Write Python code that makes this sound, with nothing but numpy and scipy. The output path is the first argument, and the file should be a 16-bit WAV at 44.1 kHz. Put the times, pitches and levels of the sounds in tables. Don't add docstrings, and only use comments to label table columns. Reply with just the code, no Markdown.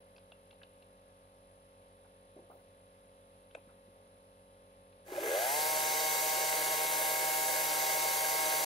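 import sys
import numpy as np
from scipy import signal
from scipy.fft import rfft, irfft
from scipy.io import wavfile
from scipy.ndimage import uniform_filter1d

SR = 44100
rng = np.random.default_rng(int(sys.argv[2]) if len(sys.argv) > 2 else 0)


def digitize_waveform(pressure):
    field = np.atleast_2d(pressure).T
    bounded = np.clip(field, -1, 1)
    quanta = np.round(bounded * 32767).astype(np.int16)
    wavfile.write(sys.argv[1], SR, quanta)


def boost(x):
    u = np.asarray(x, float) / 20
    return 10 ** u


N = 381465
TIME = np.arange(N) / SR
HZ = np.arange(N // 2 + 1) * SR / N + 1e-3


def level(x, db):
    return x * boost(db) / np.sqrt(np.mean(x ** 2))


def cut(x, hz, kind, order):
    return signal.sosfilt(signal.butter(order, hz, kind, fs=SR, output="sos"), x)


def along(table):
    hz, value = np.transpose(table)
    return np.interp(np.log(HZ), np.log(hz), value)


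def walk(rate):
    hold = int(SR / rate)
    steps = np.repeat(rng.standard_normal(N // hold + 1), hold)
    return 1.46 * uniform_filter1d(uniform_filter1d(steps, hold), hold)[:N]


def airy(table, per_octave, slow_db, quick_db):
    noise = rfft(rng.standard_normal(N)) * boost(along(table))
    band = np.round(np.log2(HZ / 25) * per_octave).clip(0)
    out = np.zeros(N)
    for b in np.unique(band):
        out += irfft(noise * (band == b), N) * boost(slow_db * walk(2.61) + quick_db * walk(15))
    return level(out, 0)


def ring(x, modes):
    out = 0
    for k, (hz, width, db) in enumerate(modes):
        out = out + (-1) ** k * boost(db) * signal.lfilter(*signal.iirpeak(hz, hz / width, SR), x)
    return out


def strike(out, s, db, modes, length, grit, swell=1, passes=1):
    t = np.arange(int(.25 * SR)) / SR / length * 8 / swell
    push = grit * rng.standard_normal(len(t)) * (t * np.exp(1 - t)) ** swell / np.e
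    push[int(length * SR * swell / 8)] += 1
    sound = ring(push, modes)
    if passes == 2:
        sound = ring(sound, modes)
    start = int((s - (swell - 1) * length / 16) * SR)
    np.add.at(out, start + np.arange(len(t)), sound * boost(db) / np.abs(sound).max())


def spread_out(x):
    return np.array([x, np.roll(x, N // 3), np.roll(x, -N // 3)])


def echoes(x):
    t60_s = 0.18
    t = TIME[:SR]
    tail = rng.standard_normal((2, SR)) * np.exp(-np.log(1000) * t / t60_s) * (t > .004)
    tail = tail / np.sqrt(np.sum(tail ** 2, axis=1, keepdims=True))
    return np.vstack([x, signal.fftconvolve(x[None], tail, axes=1)[:, :N]])


def ports(x, lead, room_db):
    # pitch_hz [Hz], level_db [dB]
    room_colour = [(40, -18), (250, -30), (700, -29), (1400, 0.5), (1850, -11.5), (2800, 2.5), (3700, -11),
                   (4600, -4.5), (6500, -1), (7300, 0), (8300, 3), (9600, 1.5), (10800, 20), (11600, 11),
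                   (12500, 11), (14000, 1), (15500, -20)]
    wet = boost(along(room_colour) + room_db)
    shift = np.exp(.5j * along(lead) * np.array([[1], [-1]]))
    return irfft((rfft(x[0]) * shift + wet * rfft(x[1:])) / np.sqrt(1 + wet ** 2), N)


def room_air(compressor_turns):
    # pitch_hz [Hz], level_db [dB per Hz]
    air_colour = [(15, -52), (25, -16), (97, -16), (137, -15), (190, -12), (285, -22), (335, -20.5),
                  (545, -12), (659, -11.5), (911, -20), (1230, -21.5), (3430, -24.5), (7710, -39.5),
                  (10100, -21.5), (16000, -45)]
    air = irfft(rfft(airy(air_colour, 1.3, 0.21, 0.6)) * (HZ < 12100), N)
    throb = 0.49 * np.sin(2 * np.pi * compressor_turns)
    air = air + throb * cut(air, 5000, "high", order=2)
    return boost(-67.5) * spread_out(air)


def compressor_hum(turns):
    # multiple [of the turning rate], level_db [dB]
    harmonics = [(1, -7), (2, -5.5), (3, -23), (4, -7), (5, -13), (6, -9.5), (7, -23), (8, -19), (9, -9.5),
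                 (10, -12.5), (11, -2.5), (12, 1.5), (13, -9.5), (14, -29.5), (15, -22), (16, -18.5),
                 (17, -16), (18, -29.5), (19, -15), (20, -14.5), (21, -19.5), (22, -34), (23, -8),
                 (24, -43), (25, -9.5)]
    hum_db, smear_turns = -67, 0.21
    hum = np.zeros(N)
    for k, db in harmonics:
        loudness = boost(hum_db + db + 0.31 * walk(3.0))
        hum += loudness * np.sin(2 * np.pi * (k * turns + smear_turns * k ** 2))
    return np.sqrt(2) * hum


def mains_lines():
    # pitch_hz [Hz], level_db [dB]
    lines = [(100, -78), (200, -91.5), (1663, -85.5), (2078, -90), (2632, -91), (3973, -89.5), (10061, -80),
             (10379, -92)]
    return np.sqrt(2) * sum(boost(db) * np.sin(2 * np.pi * (hz * TIME + rng.random())) for hz, db in lines)


def glove_ticks():
    # start_s [s], peak_db [dB], second_ring_hz [Hz], low_knock_db [dB re peak]
    tick_events = [(0.162, -47.5, 4880, -7), (0.18, -46.5, 5000, 1), (0.318, -43.5, 3430, -1),
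                   (0.508, -48.5, 4020, -12), (0.527, -53, 3970, 4), (0.6154, -50.5, 1670, -13),
                   (0.6309, -42.5, 3850, -7), (0.822, -53, 4070, -17), (3.509, -53, 3300, -9),
                   (4.926, -57, 3790, -2.5)]
    ticks = np.zeros(N)
    for s, db, hz, low_db in tick_events:
        handle = [(2650, 260, 1.5), (hz, 600, -3), (650, 250, low_db), (1650, 300, -8)]
        strike(ticks, s, db, handle, length=0.0102, grit=4, swell=3)
    return cut(ticks, 4000, "low", order=2)


def button_bumps():
    # start_s [s], peak_db [dB], ring_hz [Hz], length_s [s]
    bump_events = [(2.046, -52, 800, .05), (2.363, -42.5, 335, 0.016), (2.372, -48, 302, 0.035),
                   (2.387, -47, 424, 0.052), (2.417, -53, 350, 0.086), (2.498, -44, 590, 0.031),
                   (2.508, -46, 700, 0.062), (2.526, -50, 450, 0.14), (2.59, -58, 700, .05),
                   (3.567, -49, 493, .05), (3.671, -51, 215, 0.034), (3.685, -52.5, 1300, 0.091),
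                   (3.876, -57, 170, 0.056)]
    bumps = np.zeros(N)
    for s, db, hz, length in bump_events:
        strike(bumps, s, db, [(hz, hz / 2, 0), (2.09 * hz, hz / 2, -6)], length, grit=3.0)
    return cut(bumps, 1100, "low", order=2)


def glove_rub():
    start_s, end_s = 2.5, 2.62
    swell = np.sin(np.pi * np.clip((TIME - start_s) / (end_s - start_s), 0, 1)) ** .5
    rub = cut(rng.standard_normal(N), 13000, "high", order=6)
    return swell * boost(4.8 * walk(59)) * level(rub, -71)


def brake_snap():
    # pitch_hz [Hz], width_hz [Hz], level_db [dB]
    snap_rings = [(450, 230, 2.5), (623, 84, 13), (1550, 230, -5), (2680, 240, -2), (3880, 260, -14),
                  (5070, 510, -25), (8300, 690, -11)]
    snap = np.zeros(N)
    strike(snap, 3.548, -32.5, snap_rings, length=0.016, grit=0.55, swell=1.3)
    return cut(snap, 4000, "low", order=2)


def chain_catch():
    # start_s [s], peak_db [dB], ring_hz [Hz], length_s [s]
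    jerk_events = [
        (5.117, -34, 370, 0.021),
        (5.174, -28, 580, 0.044),
        (5.218, -43, 374, 0.032),
    ]
    jerks = np.zeros(N)
    for s, db, hz, length in jerk_events:
        strike(jerks, s, db, [(hz, 62, 0), (1650, 120, -13)], length, grit=0.12, passes=2)
    return jerks


def shaft_speed():
    # time_s [s], speed_hz [Hz]
    run_up = [
        (5.04, 12),
        (5.12, 30),
        (5.28, 74),
        (5.46, 128),
        (5.56, 150),
        (5.63, 154.8),
        (5.8, 155.5),
        (7.0, 155.9),
        (8.65, 155.55),
    ]
    return uniform_filter1d(np.interp(TIME, *np.transpose(run_up)), SR // 25)


def bar_tilt():
    # time_s [s], level_db [dB]
    tilt_points = [(5.6, -1.4), (6.0, 0.23), (6.5, -0.4), (6.9, -0.9), (7.4, -1.6), (7.9, 0.6), (8.3, -0.2),
                   (8.65, 0.3)]
    return np.interp(TIME, *np.transpose(tilt_points))


def chain_blows(turns):
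    link = (6 * turns).astype(int)
    size = boost(2.47 * rng.standard_normal(link[-1] + 1))[link]
    return size * (0.36 + np.exp(-(6 * turns % 1) / 0.4))


def fan_hiss(blows, tilt_db):
    # pitch_hz [Hz], level_db [dB per Hz]
    hiss_colour = [(700, -9), (1100, -24), (1900, -1), (2500, -6), (3400, -4), (5300, -2.5), (7500, -1.5),
                   (9500, 0), (12000, 3.5), (14000, -1), (15700, -6)]
    # pitch_hz [Hz], width_hz [Hz], level_db [dB]
    thin_rings = [(2790, 190, -3.5), (3224, 110, -7.5), (3847, 160, 0), (4610, 190, 1.5), (6220, 570, 1.5),
                  (8030, 410, -1), (10370, 110, 4), (11000, 180, -4), (13400, 440, -3)]
    rings = np.zeros((3, N))
    for mode in thin_rings:
        beam_db = 1.9 * tilt_db * np.sign(8500 - mode[0])
        rings += boost(0.8 * walk(1.32) + beam_db) * ring(rng.standard_normal((3, N)), [mode])
    hiss = spread_out(airy(hiss_colour, 3, 0.33, 0.83)) + level(rings, -5)
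    return cut(hiss, 660, "high", order=2) * blows ** 0.2


def bar_rattle(blows):
    # pitch_hz [Hz], width_hz [Hz], level_db [dB]
    bar_modes = [(1300, 110, -1), (1642, 79, 9), (2060, 167, 3), (2460, 170, -1), (3000, 640, -7)]
    return cut(ring(blows * rng.standard_normal((3, N)), bar_modes), 890, "high", order=2)


def housing_rattle(blows, slow):
    # pitch_hz [Hz], width_hz [Hz], level_db [dB]
    housing_modes = [(181, 37, -18.5), (350, 80, -13.5), (464, 68, -6), (562, 96, -4), (631, 45, -1.5),
                     (800, 44, -4), (1050, 240, -12.5)]
    scrape = blows * rng.standard_normal((3, N))
    panel = ring(scrape, [(368, 24.6, 0.93)])
    return cut(ring(scrape, housing_modes) + slow * panel, 233, "high", order=3)


def shaft_tones(turns, slow):
    # multiple [of shaft speed],
    # level_db [dB re the sprocket tone], added_db [dB added at half speed]
    multiples = [1, 2, 2.933, 3, 4, 4.067, 5, 6, 7, 8, 9, 12, 13, 14, 18, 19, 29, 31]
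    tone_levels = [-0.5, -20, -16.5, -15, -7.5, -8.5, 0.1, 0.3, -6, -47, -26, -16, -8, -4, -17, -28, -30,
                   -23]
    half_speed_levels = [-15, -25, -30, -30, -12, -20, -9, 0, 1.5, -5, -10, -2, -35, -30, -25, -25, -25,
                         -25]
    tones = np.zeros(N)
    for k, slow_db, db in zip(multiples, half_speed_levels, tone_levels):
        waver_db = (0.67 - 0.0817 * db) * walk(14)
        loudness = np.sqrt(2) * boost(db + slow * slow_db + waver_db)
        tones += loudness * np.sin(2 * np.pi * (k * turns + 0.04 * k ** 2))
    return tones


def saw():
    # pitch_hz [Hz], width_hz [Hz], level_db [dB]
    shell_modes = [(570, 80, 4.5), (825, 32, 1.5)]
    hz = shaft_speed()
    effort = np.gradient(hz).clip(0) / np.gradient(hz).max()
    tilt_db = bar_tilt()
    turns = np.cumsum(hz * (1 + .0009 * walk(20))) / SR
    slow = 2 * (1 - hz / hz.max())

    def answer(full_db, knee_hz, steep, effort_db, tilt_share):
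        weak_db = 10 * np.log10(1 + (knee_hz / hz) ** (2 * steep))
        return full_db - weak_db + effort_db * effort + tilt_share * tilt_db

    tone_db = answer(-42, knee_hz=58, steep=12, effort_db=2.5, tilt_share=0.2)
    housing_db = answer(-42.5, knee_hz=41, steep=2.5, effort_db=2.2, tilt_share=0.34)
    bar_db = answer(-43, knee_hz=67, steep=1.84, effort_db=3, tilt_share=0.3)
    hiss_db = answer(-31, knee_hz=150.5, steep=1.63, effort_db=-0.4, tilt_share=0.27)
    for centre, width, db in shell_modes:
        tone_db = tone_db + db / (1 + ((6 * hz - centre) / width) ** 2) * effort

    blows = chain_blows(turns)
    rattle = level(housing_rattle(blows, slow), 1.4) * boost(housing_db)
    rattle += level(bar_rattle(blows), 0) * boost(bar_db)
    rattle += level(fan_hiss(blows, tilt_db), 0.18) * boost(hiss_db)
    start_s, fade_s = 5.04, 0.037
    running = np.clip((TIME - start_s) / fade_s, 0, 1)
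    tones = running * shaft_tones(turns, slow) * boost(tone_db)
    return cut(tones, 293, "high", order=4), running * rattle


def scene():
    # pitch_hz [Hz], lead [radians]
    far_lead = [(250, 0), (550, .5), (900, 1.5), (1150, 3.5), (1900, 5), (3300, 7), (8100, 9),
                (10100, -0.5)]
    near_lead = [(400, .08), (620, .55), (950, 1.5), (1350, 1.4), (1550, .3), (1850, 3.1), (2030, 4.6),
                 (2170, 5.65), (3200, 6.28), (5800, 6.2), (6400, 7.2), (7000, 6.28)]
    motor_lead = [(400, .08), (620, .55), (950, 1.6), (1870, 1.7), (2030, 4.4), (2180, 5.6), (3200, 6.28)]
    compressor_turns = 46.17 * TIME
    air = room_air(compressor_turns)
    hum = compressor_hum(compressor_turns) + mains_lines()
    hands = glove_ticks() + button_bumps() + glove_rub() + brake_snap() + chain_catch()
    tones, rattle = saw()
    rattle[0] += boost(-10.5) * echoes(rattle[0])[1]
    fade = np.clip((N / SR - TIME) / .002, 0, 1)
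    far = ports(echoes(hum), far_lead, -22) + ports(air, far_lead, 8)
    near = ports(echoes(hands), near_lead, -10) + ports(rattle * fade, near_lead, 0.33)
    return far + near + ports(echoes(tones * fade), motor_lead, -22)


def top_cut(x):
    return signal.sosfilt(signal.butter(12, 16740, fs=SR, output="sos"), x)


def record(dry):
    top_hz = 15730
    keep_below = np.clip((top_hz - HZ) / 80 + .5, 0, 1)
    left, right = rfft(dry * signal.windows.tukey(N, .002)) * keep_below
    mid = irfft(left + right, N) / 2
    band = np.round((HZ - 3200) / 620).clip(-1)
    loud = uniform_filter1d(dry[0] ** 2, SR // 20) > boost(-45) ** 2
    side = np.zeros(N)
    for b in np.unique(band):
        dropped = loud & (walk(22) > .45) & (b >= 0)
        width = uniform_filter1d(1.15 - 1.15 * dropped, SR // 50)
        side += irfft((left - right) / 2 * (band == b), N) * width
    return top_cut(np.array([mid + side, mid - side]))


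dry = scene()
out = record(dry)
digitize_waveform(out)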